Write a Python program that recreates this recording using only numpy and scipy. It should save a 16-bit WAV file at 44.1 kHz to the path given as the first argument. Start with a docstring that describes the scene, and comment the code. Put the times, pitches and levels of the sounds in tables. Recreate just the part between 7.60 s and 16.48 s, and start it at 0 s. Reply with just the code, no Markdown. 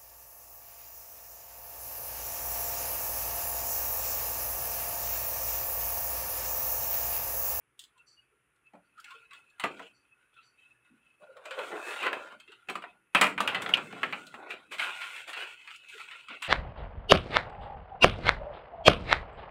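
"""A thin plastic sheet is picked up, swung over an open metal panel tray and slid into place.
First, fingers fiddle with loose parts: light clicks, a knock at 2 s. From 3.6 s the sheet is dragged
out in stick-slip. Near 5.6 s it buckles with loud snaps, then crackles, flaps and squeaks once as it
swings. From 6.8 s its edge scrapes and catches along the tray in short shoves. Throughout, the small
workshop answers shortly and a noise suppressor thins the quiet sounds."""
import sys
import numpy as np
from scipy import signal
from scipy.fft import rfft, irfft, next_fast_len
from scipy.io import wavfile
from scipy.ndimage import uniform_filter1d, map_coordinates

SR = 44100
rng = np.random.default_rng(int(sys.argv[2]) if len(sys.argv) > 2 else 0)


def file_out(sig):
    """Save sig as 16-bit WAV at sys.argv[1]."""
    # one column per channel
    cols = np.atleast_2d(sig).T
    # limit, then scale
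    lim = np.clip(cols, -1, 1)
    pcm = np.round(lim * 32767).astype(np.int16)
    wavfile.write(sys.argv[1], SR, pcm)


N = 391608

# Workshop decay: freq_hz, t60_s
ROOM_DECAY = [(100, 0.81), (260, 0.61), (700, 0.23), (1800, 0.23), (4800, 0.24), (12800, 0.24)]
# Spectra of background, moved air, friction and blows: freq_hz, density_db
HISS_SPECTRUM = [(20, 0), (58, 13), (90, -3), (125, 11), (170, -1.5), (380, 3.5), (700, -6.5), (1200, 2.5),
                 (2700, -0.5), (4200, -22), (8500, -18), (9700, -5.5), (11000, -12), (15500, -36.5)]
FLAP_SPECTRUM = [(40, -29), (85, -9), (125, -1), (200, 5), (300, 3.5), (500, -10.5), (1000, -59)]
SCRAPE_SPECTRUM = [(350, -88.5), (700, -23), (1000, -10.5), (1400, 0.5), (1800, -3), (2200, 2.5),
                   (2650, 4.5), (3200, -3), (4000, -10.5), (5200, -29.5), (9000, -62.5)]
HOLLOW_SPECTRUM = [(60, -45.5), (130, -25), (250, -7.5), (400, 6), (550, 7), (750, 5.5), (1100, 1.5),
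                   (2000, -51)]
FIZZ_SPECTRUM = [(2500, -10.5), (4300, -5), (5700, -2.5), (7500, 2.5), (9200, 2.5), (11000, -6),
                 (15500, -13)]
CLACK_SPECTRUM = [(250, -57), (550, -23), (950, -2), (1350, -0.5), (1800, -1.5), (2700, 0), (3500, -11.5),
                  (4600, -22.5), (6500, -49.5), (10000, -79)]
CRACK_SPECTRUM = [(1500, -49.5), (3000, 9), (4000, 4), (5700, -7), (7800, 0.5), (10500, -6), (13000, -16),
                  (15500, -13.5)]
THUMP_SPECTRUM = [(50, -61.5), (100, -20), (135, -17), (185, 0.5), (260, -5.5), (480, -1), (700, 3),
                  (1100, -19), (2000, -70.5)]
# Scrape of the sheet lying flat, re its edge: freq_hz, gain_db
FLAT_FILTER = [(700, -6), (1100, 13.5), (1800, 7), (2600, -14), (4000, -3)]
# Resonances of a brushed metal part and of a light touch: centre_hz, width_hz, gain_db
BRUSH_PEAKS = [(4540, 310, 1), (5900, 270, -5), (7500, 2000, -14)]
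TOUCH_PEAKS = [(1412, 144, -2), (2588, 113, -4)]
# Thin hiss near 9 kHz in quiet rubbing, as the noise suppressor leaves it: centre_hz, width_hz, gain_db
THIN_HISS_BANDS = [(9300, 640, 4.5), (11500, 4000, -16), (14800, 1800, -19)]
# High and low modes of the struck sheet and tray: freq_hz, gain_db, base_t60_s
RING_MODES = [(945, -15, 0.26), (983, -4, 0.21), (1317, 13.5, 0.27), (1485, -1, 0.4), (1496, 8.5, 0.19),
              (2210, -18, 0.31), (2210, -9, 0.23), (2410, 10, 0.19), (2564, 2, 0.1), (3576, -18, 0.2)]
BODY_MODES = [(183, -2, .2), (245, -3, .15), (285, 0, .26), (470, -4, .1), (790, 0, .18)]

# Soft bumps, groans and faint squeaks of shifted things: centre_s, pitch_hz, level_db
SOFT_BUMPS = [(0.373, 1023, -64), (.405, 2705, -59.5), (.59, 2860, -61.5), (.735, 415, -66.5),
              (1.069, 2623, -61.5), (1.391, 1340, -52), (1.524, 1085, -51), (1.563, 457, -59),
              (1.733, 1118, -54), (1.455, 2160, -57.5), (2.794, 1342, -57.5), (2.529, 2600, -58),
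              (2.79, 2640, -56), (3.324, 256, -57), (3.631, 604, -53.5), (3.704, 537, -51.5),
              (3.776, 550, -50.5), (3.873, 621, -46.5), (3.92, 540, -44.5), (3.99, 558, -38),
              (4.901, 388, -56), (5.11, 384, -45), (5.197, 334, -55), (6.805, 300, -56), (7.7, 721, -50.5),
              (8.361, 420, -54.5), (8.711, 248, -54.5)]
# A metal part is brushed: start_s, gain_db
BRUSH_STROKES = [(.458, -54.5), (1.23, -75.5), (2.33, -63.5), (2.82, -60.5)]
# The swinging sheet flaps: time_s, level_db
FLAP_LEVELS = [(5.6, -87), (5.8, -51), (6.1, -49), (6.3, -55.5), (6.5, -55.5), (6.8, -67.5), (7.3, -65),
               (7.6, -88)]
# Fingers fiddle with the parts: time_s, scrape_db
FIDDLE_LEVELS = [(0, -86), (.4, -67.5), (.9, -77), (1.6, -59.5), (2.4, -68), (2.6, -65), (3.5, -64),
                 (5.3, -59), (5.45, -72.5), (7, -59), (8.8, -56.5)]
# The sheet is dragged out, then swung: time_s, scrape_db, hollow_db, fizz_db
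DRAG_LEVELS = [(3.6, -77, -68.5, -68), (3.622, -62, -56.5, -77), (3.69, -62.5, -66, -87),
               (3.974, -47, -48, -64.5), (3.99, -36, -34.5, -63), (4.094, -46, -48.5, -58.5),
               (4.132, -39, -33, -63.5), (4.242, -43.5, -48.5, -58), (4.288, -36.5, -40.5, -53),
               (4.39, -39, -47.5, -57), (4.468, -28, -32, -57), (4.52, -44, -42, -76),
               (4.532, -39, -33.5, -62), (4.562, -44.5, -40.5, -68), (4.632, -46, -52.5, -65.5),
               (4.76, -55, -58, -79)]
SWING_LEVELS = [(5.8, -39, -49, -70), (5.87, -36, -39.5, -73), (6.016, -42, -45, -64.5),
                (6.066, -45.5, -46, -63), (6.176, -34.5, -41.5, -65), (6.248, -48.5, -54.5, -59.5),
                (6.412, -46, -70, -70), (6.57, -47, -55, -61), (6.74, -55.5, -67, -68),
                (6.914, -44.5, -56, -81.5), (7.08, -71, -68, -81)]
# Offsets on those two moves: scrape_db, hollow_db, fizz_db
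DRAG_OFFSETS = [-2.5, -0.5, 0.5]
SWING_OFFSETS = [-4, 1.5, -2]
# Shoves along the tray: start_s, length_s, scrape_db, hollow_re_scrape_db, fizz_re_scrape_db
TRAY_SHOVES = [(1.458, 0.092, -52.5, -31, -17), (1.728, 0.065, -61.5, -2.5, -7),
               (2.1, 0.18, -54, -9.5, -15), (2.758, 0.08, -61, -36, -32), (2.97, 0.14, -62, -22, -14.5),
               (5.088, 0.27, -63, -1, -37.5), (6.35, 0.11, -53, 2, -14), (6.76, 0.18, -59, 10.5, -19),
               (6.888, 0.025, -41, -21, -19.5), (7.108, 0.031, -41.5, -6.5, -13),
               (7.186, 0.052, -32, -11.5, -19.5), (7.239, 0.074, -38, -6.5, -20),
               (7.328, 0.29, -45, -12.5, -13.5), (7.398, 0.028, -40, -16, -21),
               (7.668, 0.036, -44.5, -6, -10.5), (7.753, 0.081, -39.5, -7.5, -19.5),
               (7.858, 0.072, -48, -13, -15), (7.978, 0.091, -55, -18, -15.5), (8.09, 0.061, -47, -35, -17),
               (8.278, 0.16, -49, -32.5, -13), (8.468, 0.11, -50, -12.5, -18),
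               (8.688, 0.064, -45, -9.5, -32), (8.818, 0.041, -38, -24, -19)]
# Loose parts click on the tray: start_s, clack_db, brightness_hz, crack_db
PART_CLICKS = [(1.065, -56, 2620, -74), (1.38, -42.5, 1380, -63), (1.3998, -56, 1400, -54),
               (1.4428, -36, 1370, -52.5), (1.5064, -43.5, 1120, -55), (1.7092, -37, 2130, -63),
               (1.7324, -40, 2800, -57), (1.9971, -24.5, 1600, -44.5), (2.2208, -42, 2340, -64),
               (2.741, -52, 2580, -71.5), (3.7683, -38.5, 710, -57.5), (3.8549, -30.5, 920, -50),
               (4.8, -39.5, 2400, -56.5), (4.878, -41, 2580, -71), (4.919, -37.5, 2800, -59.5)]
# Dull knocks on the tray: start_s, clack_db, brightness_hz, thump_db
TRAY_KNOCKS = [(1.1355, -42, 550, -44.5), (1.152, -41.5, 550, -52), (2.0383, -12, 950, -30),
               (2.0564, -39.5, 720, -45), (2.1942, -29.5, 740, -42), (3.6203, -42.5, 590, -56.5),
               (4.6038, -49, 680, -44), (4.7239, -36.5, 1060, -49.5), (5.0866, -23.5, 1900, -41.5),
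               (6.3257, -29.5, 1340, -40.5)]
# Tiny bright ticks: start_s, crack_db
BRIGHT_TICKS = [(.192, -44), (0.215, -53), (0.2377, -53), (.378, -63), (.96, -70), (1.9, -63.5),
                (6.6676, -51), (8.1597, -55), (8.285, -55.5), (8.317, -69), (8.8235, -42)]
# The sliding edge catches and lets go: start_s, clack_db
EDGE_CATCHES = [(3.909, -27), (6.906, -27.5), (7.1212, -30.5), (7.1836, -24.5), (7.195, -21.5),
                (7.414, -25.5), (7.5614, -30), (7.6773, -31), (7.7316, -25.5), (7.8039, -29),
                (8.0746, -32.5), (8.3977, -31.5), (8.5112, -32), (8.6846, -32), (8.8212, -25)]
# The sheet buckles or slaps the tray: start_s, clack_db, brightness_hz, crack_db, clack_t60_s
SHEET_SNAPS = [(3.9894, -25, 1370, -53, 0.1), (4.4297, -19, 1480, -50, 0.13), (4.468, -15, 1220, -67, 0.11),
               (4.53, -18, 1500, -53, .09), (5.0983, -19, 940, -44, 0.05),
               (5.1541, -18.5, 1190, -47.5, 0.073), (5.222, -30, 1540, -61, 0.059),
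               (5.2385, -26.5, 1130, -66.5, 0.086), (5.5484, -4, 1510, -31.5, 0.12),
               (5.6123, -3, 1130, -21.5, .18), (5.6428, -11, 1270, -51, 0.083),
               (5.6673, -16, 1220, -44, .065), (5.7781, -15.5, 1380, -48.5, 0.11),
               (5.8045, -11.5, 970, -35, 0.069), (5.8763, -14, 2280, -38.5, 0.14),
               (5.947, -13.5, 1920, -44.5, 0.12), (6.0196, -24, 1330, -39.5, 0.18),
               (6.061, -16.5, 2350, -59, .05), (6.092, -16, 1220, -48.5, 0.057),
               (6.1713, -18.5, 1310, -49.5, 0.13), (6.4317, -11, 1400, -49, 0.074),
               (6.5262, -16.5, 1350, -61.5, .1), (6.742, -25, 1250, -58, 0.062)]


def amp(db):
    return 10 ** (np.asarray(db) / 20)


def unit_rms(x):
    return x / np.sqrt(np.mean(x ** 2) + 1e-20)


def log_interp(points, hz):
    """Curve through (freq_hz, value) points on a log axis."""
    knots_hz, values = np.transpose(points)
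    return np.interp(np.log(hz + 1), np.log(knots_hz + 1), values)


def fade(t, t60_s):
    """Exponential decay, 60 dB in t60_s."""
    return np.exp(-np.log(1000) * t / np.maximum(t60_s, 1e-3))


def wobble(knots_per_s):
    """Smooth random curve."""
    knots = rng.standard_normal(int(N * knots_per_s / SR) + 4)
    return map_coordinates(knots, [np.arange(N) * knots_per_s / SR])


def add(track, start_s, sound):
    part = track[round(start_s * SR):][:len(sound)]
    part += sound[:len(part)]


def filtered(x, response):
    """x through a gain given as a function of Hz."""
    size = next_fast_len(len(x) + 4096)
    return irfft(rfft(x, size) * response(np.fft.rfftfreq(size, 1 / SR)), size)[:len(x)]


def coloured(x, spectrum):
    """x shaped by a spectrum, at rms 1."""
    return unit_rms(filtered(x, lambda hz: amp(log_interp(spectrum, hz))))


def bandpassed(x, bands):
    """x through steep-sided bands, at rms 1."""
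    def response(hz):
        return sum(amp(db) * (1j * hz * width_hz / (centre_hz ** 2 - hz ** 2 + 1j * hz * width_hz)) ** 2
                   for centre_hz, width_hz, db in bands)
    return unit_rms(filtered(x, response))


def hiss(level_db=-66):
    """Faint steady background."""
    return amp(level_db) * coloured(rng.standard_normal(N), HISS_SPECTRUM)


def room(x, rise_s=0.0011, segments=24):
    """Workshop reverb; crossfaded tails change its fine pattern as the sheet moves about."""
    out, hop = np.zeros(N), N / segments
    for k in range(segments + 1):
        hz, t, noise = signal.stft(rng.standard_normal(SR // 2), SR, nperseg=256)
        decay = fade(t, log_interp(ROOM_DECAY, hz)[:, None])
        tail = signal.istft(noise * decay, SR, nperseg=256)[1]
        tail *= 1 - np.exp(-(np.arange(len(tail)) / SR / rise_s) ** 2)
        span = np.arange(max(0, int((k - 1) * hop)), min(N, int((k + 1) * hop)))
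        piece = x[span] * np.cos(np.pi / 2 * (span / hop - k))
        add(out, span[0] / SR, signal.fftconvolve(piece, tail / np.linalg.norm(tail)))
    return out


def brushes(rise_s=0.015, t60_s=0.34):
    """A small metal part is brushed: thin hiss that swells and rings out."""
    out, t = np.zeros(N), np.arange(SR // 2) / SR
    envelope = (1 - np.exp(-t / rise_s)) ** 2 * fade(t, t60_s)
    for start_s, db in BRUSH_STROKES:
        add(out, start_s, amp(db) * envelope * bandpassed(rng.standard_normal(len(t)), BRUSH_PEAKS))
    return out


def bumps(waver_rad=1.15, half_width_s=0.018):
    """Soft contacts swell in one wavering resonance, without a click."""
    out, t = np.zeros(N), np.linspace(-0.25, 0.25, SR // 2)
    envelope = np.exp(-(t / half_width_s) ** 2)
    for centre_s, pitch_hz, db in SOFT_BUMPS:
        drift = map_coordinates(rng.standard_normal(64), [np.linspace(0, 63, len(t))])
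        hum = np.sqrt(2) * np.sin(2 * np.pi * pitch_hz * t + waver_rad * drift)
        add(out, centre_s + t[0], amp(db) * hum * envelope)
    return out


def flaps(swing_db=1.7):
    """The bending sheet pushes air in uneven low flaps."""
    level_db = np.interp(np.arange(N) / SR, *np.transpose(FLAP_LEVELS), left=-120, right=-120)
    level_db += swing_db * wobble(knots_per_s=34)
    return amp(level_db) * coloured(rng.standard_normal(N), FLAP_SPECTRUM)


def rubbing_gains(fiddle_swing_db=2, attack_s=0.017, release_t60_s=0.23):
    """Scrape, hollow-body and fizz gains: fiddling, drag, swing and shoves add in power."""
    t = np.arange(N) / SR
    fiddle_db = np.interp(t, *np.transpose(FIDDLE_LEVELS)) + fiddle_swing_db * wobble(knots_per_s=22)
    power = np.outer(amp([0, -15, -15]), amp(fiddle_db)) ** 2
    for move, offsets_db in (DRAG_LEVELS, DRAG_OFFSETS), (SWING_LEVELS, SWING_OFFSETS):
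        times_s, *curves_db = np.transpose(move)
        moving = (t > times_s[0]) & (t < times_s[-1])
        levels_db = [np.interp(t, times_s, curve) + db for curve, db in zip(curves_db, offsets_db)]
        power += moving * amp(levels_db) ** 2
    for start_s, length_s, db, hollow_db, fizz_db in TRAY_SHOVES:
        attack = np.clip((t - start_s) / attack_s, 0, 1)
        release = fade(np.clip(t - start_s - length_s, 0, 1), release_t60_s)
        power += np.outer(amp([db, db + hollow_db, db + fizz_db]), attack * release) ** 2
    return np.sqrt(power)


def stick_slip(slips_per_s, spread_db, smooth_db):
    """Tiny releases of uneven size on a bed of smooth friction."""
    slips = (rng.random(N) < slips_per_s / SR) * rng.choice([-1, 1], N)
    sizes = amp(spread_db * np.clip(rng.standard_normal(N), -2, 2))
    return unit_rms(slips * sizes) + amp(smooth_db) * rng.standard_normal(N)


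def roaming(x, depth_db):
    """As the contact travels, mode groups come and go at steady total power."""
    bins = signal.stft(x, nperseg=1024)[2]
    field = rng.standard_normal(bins.shape)
    for _ in range(2):
        field = uniform_filter1d(uniform_filter1d(field, size=4, axis=0), size=5, axis=1)
    bins *= amp(depth_db * np.clip(unit_rms(field), -2, 2))
    power = uniform_filter1d(np.sum(np.abs(bins) ** 2, axis=0), size=3)
    bins /= np.sqrt(np.abs(power) + 1e-20)
    return unit_rms(signal.istft(bins, nperseg=1024)[1][:N])


def slide(flutter_db=2.07):
    """Slips along the edge drive the sheet's scrape, hollow body and fine fizz."""
    scrape_gain, hollow_gain, fizz_gain = rubbing_gains()
    friction = stick_slip(slips_per_s=600, spread_db=2.5, smooth_db=0.5)
    friction *= amp(flutter_db * wobble(knots_per_s=70))
    # A light touch sounds two resonances; pressure spreads the scrape over the band.
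    lightness = np.interp(20 * np.log10(scrape_gain), [-66, -54, -38], [0.8, 0.25, 0.05])
    # A flatter sheet is hollower and scrapes duller.
    flatness = hollow_gain ** 2 / (hollow_gain ** 2 + scrape_gain ** 2)
    edge = coloured(friction, SCRAPE_SPECTRUM)
    broad = roaming((1 - flatness) * edge + flatness * coloured(edge, FLAT_FILTER), depth_db=3.5)
    narrow = roaming(bandpassed(friction, TOUCH_PEAKS), depth_db=10)
    scrape = amp(-0.5) * (np.sqrt(1 - lightness) * broad + np.sqrt(lightness) * narrow)
    hollow = amp(-3) * roaming(coloured(friction, HOLLOW_SPECTRUM), depth_db=3)
    broad_fizz = np.sqrt(1 - lightness) * coloured(friction / 2 + rng.standard_normal(N), FIZZ_SPECTRUM)
    thin_hiss = lightness * bandpassed(rng.standard_normal(N), THIN_HISS_BANDS)
    fizz = amp(-0.5) * roaming(broad_fizz + thin_hiss, depth_db=0.5)
    return scrape_gain * scrape + hollow_gain * hollow + fizz_gain * fizz


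def edge_squeak(centre_s=6.1396, pitch_hz=2900, gain_db=-6, half_width_s=0.0015, rough_rad=0.95):
    """The edge slips once: a few milliseconds of squeak, then the sheet rings on."""
    t = np.arange(N) / SR - centre_s
    phase_rad = 2 * np.pi * pitch_hz * t + rough_rad * wobble(knots_per_s=1100)
    squeak = np.exp(-(t / half_width_s) ** 2) * np.sin(phase_rad)
    squeak = filtered(squeak, lambda hz: 1 / np.hypot(1, (hz / 3800) ** 6))  # the squeak stays below about 4 kHz
    ring = bandpassed(rng.standard_normal(N), [(2620, 930, 0)])
    ring *= (t > 0) * fade(np.abs(t), t60_s=0.086)
    return amp(gain_db) * (squeak + amp(-15) * ring)


def ringing(modes, t, scatter_db):
    """Decaying modes, struck at new strengths each time; starts at rms 1."""
    hz, db, t60_s = np.transpose(modes)[:, :, None]
    gains = amp(db + scatter_db * rng.standard_normal(hz.shape))
    waves = np.sin(2 * np.pi * (hz * t + rng.random(hz.shape))) * fade(t, t60_s)
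    return (gains * waves).sum(0) / np.sqrt(np.sum(gains ** 2) / 2)


def crowded_modes(spectrum, depth_db, samples, spacing_hz):
    """Dense modes as noise of rms 1; a blow at one spot feeds some groups and misses others."""
    hz = np.fft.rfftfreq(samples, 1 / SR)
    groups = np.interp(hz / spacing_hz, np.arange(400), np.clip(rng.standard_normal(400), -2, 1.5))
    gains = amp(log_interp(spectrum, hz) + depth_db * groups)
    return unit_rms(irfft(rfft(rng.standard_normal(samples)) * gains, samples))


def blow(clack_db, brightness_hz, thump_db, crack_db, clack_t60_s):
    """One contact: brief crack, clack of sheet modes, ring, slower thump. Levels are before the mix."""
    t = np.arange(SR // 2) / SR
    # Small stiff buckles favour high modes, broad soft ones low modes.
    tilt_db_per_oct = 7 * np.log2(brightness_hz / 1750)
    spectrum = [(hz, db + tilt_db_per_oct * np.log2(hz / brightness_hz)) for hz, db in CLACK_SPECTRUM]
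    depth_db = np.interp(clack_db, [-40, -12], [7, 3])  # harder blows wake the modes more evenly
    clack = crowded_modes(spectrum, depth_db, len(t), spacing_hz=170) * fade(t, clack_t60_s)
    ring = ringing(RING_MODES, t, scatter_db=3) * fade(t, 2.4 * clack_t60_s)
    crack = crowded_modes(CRACK_SPECTRUM, depth_db / 2, len(t), spacing_hz=287)
    crack *= fade(t, t60_s=0.03) + amp(-6.5) * fade(t, t60_s=0.091)
    crack *= 1 - np.exp(-t / 0.00055)
    thump = crowded_modes(THUMP_SPECTRUM, depth_db, len(t), spacing_hz=79.2) * fade(t, t60_s=0.17)
    thump += amp(-7) * ringing(BODY_MODES, t, scatter_db=4.5) * fade(t, t60_s=1)
    thump *= (1 - np.exp(-t / 0.0018)) ** 2  # the whole sheet takes a moment to move
    return (amp(clack_db - 11.5) * (clack + amp(-10.5) * ring)
            + amp(thump_db - 3.5) * thump
            + amp(crack_db + 1.5) * crack)


def taps():
    """Clicks, knocks, ticks and catches, each with its own balance of clack, thump and crack."""
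    out = np.zeros(N)
    for start_s, db, brightness_hz, crack_db in PART_CLICKS:
        click = blow(db, brightness_hz, thump_db=db - 30.5, crack_db=crack_db, clack_t60_s=0.18)
        add(out, start_s, click)
    for start_s, db, brightness_hz, thump_db in TRAY_KNOCKS:
        knock = blow(db, brightness_hz, thump_db, crack_db=db - 29, clack_t60_s=0.091)
        add(out, start_s, knock)
    for start_s, db in BRIGHT_TICKS:
        tick = blow(db - 3, brightness_hz=3300, thump_db=db - 30.5, crack_db=db, clack_t60_s=0.28)
        add(out, start_s, tick)
    for start_s, db in EDGE_CATCHES:
        catch = blow(db, brightness_hz=2700, thump_db=db - 35, crack_db=db - 24.5, clack_t60_s=0.19)
        add(out, start_s, catch)
    return out


def snaps(thump_offset_db=-20, thump_db_per_db=1.21):
    """The harder the sheet buckles, the more of it moves and thumps."""
    out = np.zeros(N)
    for start_s, clack_db, brightness_hz, crack_db, clack_t60_s in SHEET_SNAPS:
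        thump_db = thump_offset_db + thump_db_per_db * clack_db
        add(out, start_s, blow(clack_db, brightness_hz, thump_db, crack_db, clack_t60_s))
    return out


def scene():
    """Contacts, rubbing and squeak in the workshop, over hiss; mono."""
    contacts = snaps() + taps() + brushes() + bumps()
    rubbing = slide() + flaps()
    squeak = edge_squeak()
    reverb = room(amp(-6) * contacts + amp(-11.5) * rubbing + amp(-23) * squeak)
    return (contacts + rubbing + squeak + reverb + hiss())[None]


def suppressor(x, threshold_db=13, depth_db=-9):
    """Turns down each patch of sound that does not stand clear of its band's quiet level."""
    bins = signal.stft(x, nperseg=512)[2]
    power = uniform_filter1d(np.abs(bins) ** 2, size=2, axis=0)
    level = np.sqrt(np.abs(uniform_filter1d(power, size=5, axis=1)))
    quiet = uniform_filter1d(np.percentile(level, 10, axis=1), size=5)[:, None]
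    clearance = (level / (quiet * amp(threshold_db) + 1e-12)) ** 4
    gain = (amp(depth_db) + clearance) / (1 + clearance)
    return signal.istft(bins * gain, nperseg=512)[1][:N]


def record(dry, ceiling=0.7, low_hz=80, top_hz=15700):
    """The recorder suppresses noise, rounds off peaks and loses deep bass and top treble."""
    x = suppressor(dry[0])
    x = x / (1 + (x / ceiling) ** 4) ** (1 / 4)
    x = filtered(x, lambda hz: hz ** 2 / np.hypot(hz ** 2, low_hz ** 2))
    return filtered(x, lambda hz: 1 / np.sqrt(1 + (hz / top_hz) ** 200))[None]


dry = scene()
out = record(dry)
file_out(out)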